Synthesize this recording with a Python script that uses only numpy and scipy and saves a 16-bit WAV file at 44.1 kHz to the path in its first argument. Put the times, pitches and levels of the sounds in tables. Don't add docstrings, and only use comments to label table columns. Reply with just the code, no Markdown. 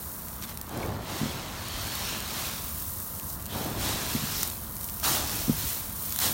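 import sys
import numpy as np
from scipy import signal
from scipy.fft import rfft, irfft
from scipy.io import wavfile

SR = 44100
rng = np.random.default_rng(int(sys.argv[2]) if len(sys.argv) > 2 else 0)


def transcribe(u):
    v = np.clip(np.atleast_2d(u).T, -1, 1)
    q = np.round(v * 32767).astype(np.int16)
    wavfile.write(sys.argv[1], SR, q)


N = 279153
TIME = np.arange(N) / SR


def from_db(db):
    return 10 ** (np.asarray(db) / 20)


def together_db(amplitudes):
    return 10 * np.log10(sum(a ** 2 for a in amplitudes) + 1e-12)


def rms_one(x):
    return x / np.sqrt(np.mean(x ** 2) + 1e-20)


def at_hz(colour, hz):
    frequencies, db = np.transpose(colour)
    return np.interp(np.log(hz), np.log(frequencies), db)


def passband(x, edges_hz, kind):
    sections = signal.butter(2, np.clip(edges_hz, 10, .45 * SR), kind, fs=SR, output="sos")
    return signal.sosfilt(sections, x + 1e-18)


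def drift(rate_hz):
    step, warm_up = 40, 2000
    pole = np.exp(-2 * np.pi * rate_hz * step / SR)
    noise = rng.standard_normal(N // step + warm_up + 2)
    slow = signal.lfilter([1], [1, -2 * pole, pole * pole], noise)[warm_up:]
    return np.interp(np.arange(N) / step, np.arange(len(slow)), rms_one(slow))


def husks(clicks, colour, bands, tilt_db):
    edges = np.geomspace(colour[0][0], colour[-1][0], bands + 1)
    out = np.zeros(N)
    for low, high in zip(edges, edges[1:]):
        hz = np.sqrt(low * high)
        gain = from_db(at_hz(colour, hz) + tilt_db * np.log2(hz / np.median(edges)))
        out += passband(clicks * gain * rng.standard_normal(N), [low, high], "band")
    return out


def seeds(level_db, colour, per_s, spread_db, surge_db, crowding, bands, tilt_db=0):
    chance = np.clip(per_s / SR * from_db(crowding * (level_db - np.mean(level_db))), 1e-4, 1)
    sizes = from_db(spread_db * np.minimum(rng.exponential(1, N), 5))
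    clicks = (rng.random(N) < chance) * sizes / np.sqrt(chance)
    return from_db(level_db) * rms_one(husks(clicks * from_db(surge_db), colour, bands, tilt_db))


def yard_rumble(level_db, top_hz):
    # (frequency [Hz], relative level [dB])
    colour = [(76, -25), (130, -2.5), (227, -2.5), (258, -10), (323, -11.5), (347, -15), (461, -16),
              (715, -13.5), (767, -18), (1010, -10), (1170, -12.5), (1350, -15.5), (2200, -25), (2860, -49),
              (4840, -120)]
    hz = np.maximum(np.arange(N // 2 + 1) * SR / N, 1)
    noise = irfft(rfft(rng.standard_normal(N)) * from_db(at_hz(colour, hz)), N)
    return from_db(level_db) * rms_one(passband(noise, [22, top_hz], "band"))


def bin_knocks(lowest_hz):
    # (time [s], relative level [dB], contact time [s])
    knocks = [(1.212, -20, 0.0037), (1.231, -21.5, 0.0023), (1.254, -18.5, 0.0046), (4.149, -20.5, 0.0021),
              (4.221, -32, 0.0025), (4.235, -24.5, 0.0039), (5.480, -24.5, 0.0014), (5.495, -14.5, 0.0017),
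              (5.638, -30, 0.0034)]
    # (frequency [Hz], gain [dB], time to fade by 60 dB [s])
    tones = [(100, -35, 0.22), (153.7, -4, 0.24), (232.6, 8.5, 0.053), (283, -9, 0.031), (443, -11, 0.051)]
    blows, out = np.zeros((2, N))
    for start_s, db, contact_s in knocks:
        push = np.sin(np.pi * np.clip((TIME - start_s) / contact_s, 0, 1)) ** 2
        blows += from_db(db) * push / push.sum()
    force = passband(blows, lowest_hz, "high")
    for hz, db, ring_s in tones:
        decay = from_db(-60 / (ring_s * SR))
        angle = 2 * np.pi * hz / SR
        feedback = [1, -2 * decay * np.cos(angle), decay * decay]
        out += from_db(db) * signal.lfilter([0, np.sin(angle)], feedback, force)
    return out


def clinks():
    # (time [s], pitch [Hz], peak level [dB], time to fade by 60 dB [s])
    hits = [(0.830, 2230, -32, .04), (3.198, 2550, -41, .01)]
    out = np.zeros(N)
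    for start_s, hz, peak_db, ring_s in hits:
        age = np.clip(TIME - start_s, 0, 1)
        out += from_db(peak_db - 60 * age / ring_s) * np.sin(2 * np.pi * hz * age)
    return out


def scrapes():
    # (middle [s], length [s], pitch [Hz], band width [Hz], level [dB])
    drags = [(1.748, 0.3, 3200, 350, -48), (1.88, 0.57, 4370, 282, -45.5), (2.115, 0.23, 2880, 600, -41),
             (2.06, 0.23, 5450, 600, -43), (2.545, 0.1412, 5450, 450, -49),
             (3.525, 0.094, 3310, 450, -44.5), (4.38, 0.21, 5500, 700, -38.5),
             (5.316, 0.86, 5660, 930, -44.5), (6.251, 0.29, 3590, 544, -41.5)]
    out = np.zeros(N)
    friction = rng.standard_normal(N)
    for middle_s, length_s, hz, width_hz, db in drags:
        arch = np.cos(np.pi * np.clip((TIME - middle_s) / length_s, -.5, .5))
        ring = signal.lfilter(*signal.iirpeak(hz, hz / width_hz, fs=SR), friction)
        out += from_db(db) * arch * rms_one(ring)
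    return out


def stray_seeds(chatter_s, chatter_db, body_gain_db):
    # (time [s], relative snap level [dB], relative body level [dB])
    ticks = [(0.2847, -28, -37), (0.4249, -29, -31), (0.4383, -28, -35), (0.4952, -35, -34),
             (0.5741, -23, -37), (0.614, -22.5, -38), (0.6934, -31, -47), (0.775, -31, -47),
             (0.8609, -29, -43), (1.6843, -28, -37), (1.9537, -24, -26), (2.204, -24, -27),
             (3.198, -28, -32), (3.302, -27, -43), (3.4255, -29, -46), (3.4571, -24, -52),
             (3.4639, -27, -35), (4.4312, -14.5, -18.5), (4.4331, -16, -30), (4.4763, -21, -31),
             (4.5008, -23, -32), (4.7673, -26, -44), (4.8112, -26, -35), (4.8326, -27, -37),
             (4.8435, -23, -38), (4.8884, -31, -34), (4.8979, -24, -41), (4.9997, -26, -34),
             (5.2959, -22, -26), (6.1245, -19, -30), (6.1617, -20, -26), (6.1891, -17, -21),
             (6.2021, -18, -22)]
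    snaps, bodies = np.zeros((2, N))
    age = TIME[:SR // 100]
    for start_s, snap_db, body_db in ticks:
        at = round(start_s * SR)
        touch = from_db(chatter_db) * np.exp(-age / chatter_s) * rng.standard_normal(len(age))
        touch[0] = 1
        snaps[at:at + len(age)] += touch * from_db(snap_db)
        bodies[at:at + len(age)] += touch * from_db(body_db + body_gain_db)
    return passband(snaps, 7000, "high") - passband(bodies, [1100, 6000], "band")


def leaping_seeds(spilled_db):
    # (frequency [Hz], relative level [dB])
    colour = [(2500, -45), (6000, -16.5), (10000, -29), (16500, 30)]
    return seeds(spilled_db, colour, per_s=70, spread_db=1, surge_db=.7 * drift(5.3), crowding=.7, bands=4)


def shifting_heap(rest_db):
    # (middle [s], half length [s], level [dB])
    slumps = [(0.96, 0.13, -39), (1.793, .1, -39.5), (2.798, 0.12, -41.5), (3.35, 0.26, -45.5),
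              (3.663, 0.037, -34), (3.875, 0.14, -37.5), (4.353, 0.7, -44.5), (5.226, 0.036, -33),
              (5.555, 0.33, -39)]
    # (frequency [Hz], relative level [dB])
    colour = [(36, 8), (48, 5.5), (62, 11), (82, 12), (105, 5.5), (140, -10)]
    swells = [from_db(db) * np.exp(-((TIME - middle_s) / half_s) ** 2) for middle_s, half_s, db in slumps]
    level_db = together_db([from_db(rest_db), *swells])
    return seeds(level_db, colour, per_s=3000, spread_db=-.5, surge_db=.5 * drift(3.1),
                 crowding=.2, bands=5)


def landing_rush(dropped_db):
    # (frequency [Hz], relative level [dB])
    colour = [(500, -46), (720, 5), (900, -11), (1130, -3), (1400, -7.5), (1900, -18)]
    return seeds(dropped_db, colour, per_s=830, spread_db=3.5, surge_db=2 * drift(34.4),
                 crowding=.2, bands=7)


def swell(start_s, rise_s, hold_s, fade_s, steepness=1.05):
    rise = np.sin(np.pi / 2 * np.clip((TIME - start_s) / rise_s, 0, 1)) ** 1.4
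    fading_s = np.maximum(TIME - start_s - rise_s - hold_s, 0)
    return rise * np.exp(-(fading_s / fade_s) ** steepness)


def flows():
    # (start [s], rise [s], hold [s], fade [s], crunch [dB], rasp [dB], hiss [dB])
    pushes = [(0.411, .014, 0.023, 0.01, -57, -42, -41.5), (0.455, 0.04, 0.023, 0.015, -53, -46, -48),
              (0.655, 0.11, 0.097, 0.21, -34.5, -44.5, -52), (0.97, 0.21, .07, 0.4, -40.5, -37, -44),
              (1.299, .75, .1, .2, -45, -36, -40.5), (2.142, 0.27, 0.045, 0.2, -44.5, -35.5, -38.5),
              (3.445, 0.15, 0.088, 0.18, -35, -40, -40), (3.733, .14, .02, 0.2, -37.5, -32, -36.5),
              (3.855, 0.3, .26, 0.093, -45, -36, -37), (5.249, 0.098, 0.043, 0.26, -43, -37.5, -37),
              (5.519, 0.097, 0.085, .14, -58, -38, -36), (5.953, 0.15, 0.028, 0.13, -67.5, -45, -51.5)]
    # (start [s], rise [s], hold [s], fade [s], level [dB])
    landings = [(5.024, 0.024, 0.089, .15, -30), (6.178, .06, 0.02, 0.064, -29.5)]
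    # (start [s], rise [s], hold [s], fade [s], level [dB])
    spills = [(-0.1, 0.083, 0.058, 0.67, -39), (2.32, 0.51, 0.055, 0.65, -36),
              (3.202, 0.078, 0.067, 0.02, -38.5), (4.248, 0.18, 0.071, 0.34, -37),
              (4.653, 0.18, 0.13, 0.24, -37.5), (5.213, 0.073, .22, 0.33, -37.5),
              (5.604, 0.11, .02, 0.21, -34.5), (5.867, 0.18, 0.4, .2, -34)]
    packing_lag_s, landing_lag_s = .013, .02
    packed, slid, spilled = [from_db(-56.5)], [from_db(-52.5)], [from_db(-64)]
    dropped = []
    for start_s, rise_s, hold_s, fade_s, crunch_db, rasp_db, hiss_db in pushes:
        push = swell(start_s, rise_s, hold_s, fade_s)
        packed.append(from_db(crunch_db) * swell(start_s + packing_lag_s, rise_s, hold_s, fade_s))
        slid.append(from_db(rasp_db) * push)
        spilled.append(from_db(hiss_db) * push)
    for start_s, rise_s, hold_s, fade_s, db in landings:
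        load = from_db(db) * swell(start_s, rise_s, hold_s, fade_s)
        slid.append(load)
        packed.append(from_db(db - 8) * swell(start_s + landing_lag_s, rise_s, hold_s, fade_s))
        dropped.append(from_db(-5) * load)
        spilled.append(from_db(db + .5) * swell(start_s, rise_s, hold_s, fade_s=.098))
    for start_s, rise_s, hold_s, fade_s, db in spills:
        spilled.append(from_db(db) * swell(start_s, rise_s, hold_s, fade_s, steepness=1.53))
    return [together_db(flow) for flow in (packed, slid, spilled, dropped)]


def small_slips(per_s, settle_s):
    starts = (rng.random(N) < per_s / SR) * rng.uniform(.25, 1, N)
    loose = signal.lfilter([1], [1, -np.exp(-1 / (settle_s * SR))], starts + 1e-18)
    return rms_one(np.sqrt(loose) - np.mean(np.sqrt(loose)))


def boot_echo(x, delay_s, wander, rate_hz, echo_db):
    lag_s = delay_s * np.exp(wander * drift(rate_hz))
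    return x + from_db(echo_db) * np.interp(TIME - lag_s, TIME, x)


def stirred_grain(packed_db, slid_db, spilled_db):
    # (frequency [Hz], relative level [dB])
    crunch_colour = [(90, 12), (125, 6.5), (180, 3.5), (270, 5.5), (420, -1), (650, -1), (1000, -6),
                     (1500, -13), (2500, -27.5)]
    # (frequency [Hz], relative level [dB])
    rasp_colour = [(600, -2), (1100, 1.5), (1600, 1), (2400, -1), (3300, 1.5), (4200, 2), (5600, -0.5),
                   (7500, -2.5), (10000, -5.5), (14000, -13)]
    # (frequency [Hz], relative level [dB])
    hiss_colour = [(3500, -17), (5500, -9.5), (7500, -8), (9300, -2.5), (12000, -1), (14000, 0.5),
                   (16500, 3)]
    slips = small_slips(per_s=150, settle_s=.00058)
    surface_db = spilled_db - np.mean(spilled_db)
    crunch = seeds(packed_db, crunch_colour, per_s=1000, spread_db=1.5,
                   surge_db=.72 * slips + .56 * drift(19), crowding=.5, bands=12)
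    rasp = seeds(slid_db, rasp_colour, per_s=6000, spread_db=1.5,
                 surge_db=.32 * slips, crowding=1, bands=14, tilt_db=.26 * surface_db)
    hiss = seeds(spilled_db, hiss_colour, per_s=14000, spread_db=3,
                 surge_db=slips + .5 * drift(47), crowding=.8, bands=9)
    rasp = boot_echo(rasp, delay_s=.0011, wander=.25, rate_hz=1.2, echo_db=-13)
    return from_db(1.5) * crunch + from_db(.14) * rasp + from_db(.33) * hiss


def scene():
    packed_db, slid_db, spilled_db, dropped_db = flows()
    ticks = from_db(14.5) * stray_seeds(chatter_s=.001, chatter_db=-15, body_gain_db=-.3)
    knocks = from_db(-2.5) * bin_knocks(lowest_hz=115)
    leaps = from_db(-16) * leaping_seeds(spilled_db)
    grain = stirred_grain(packed_db, slid_db, spilled_db) + scrapes() + leaps + ticks + clinks()
    heap = shifting_heap(rest_db=-45.5) + landing_rush(dropped_db)
    mono = grain + heap + knocks + yard_rumble(level_db=-45, top_hz=2460)
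    return np.stack([mono, mono])


def record(dry):
    # (frequency [Hz], width [Hz], share removed [0-1])
    dips = [(4920, 140, 0.65), (7680, 150, 0.42), (10490, 620, 0.57)]
    cutoff_hz = 15900
    for hz, width_hz, share in dips:
        dry = dry - share * signal.lfilter(*signal.iirpeak(hz, hz / width_hz, fs=SR), dry)
    return signal.sosfilt(signal.ellip(12, .2, 80, cutoff_hz, fs=SR, output="sos"), dry)


dry = scene()
out = record(dry)
transcribe(out)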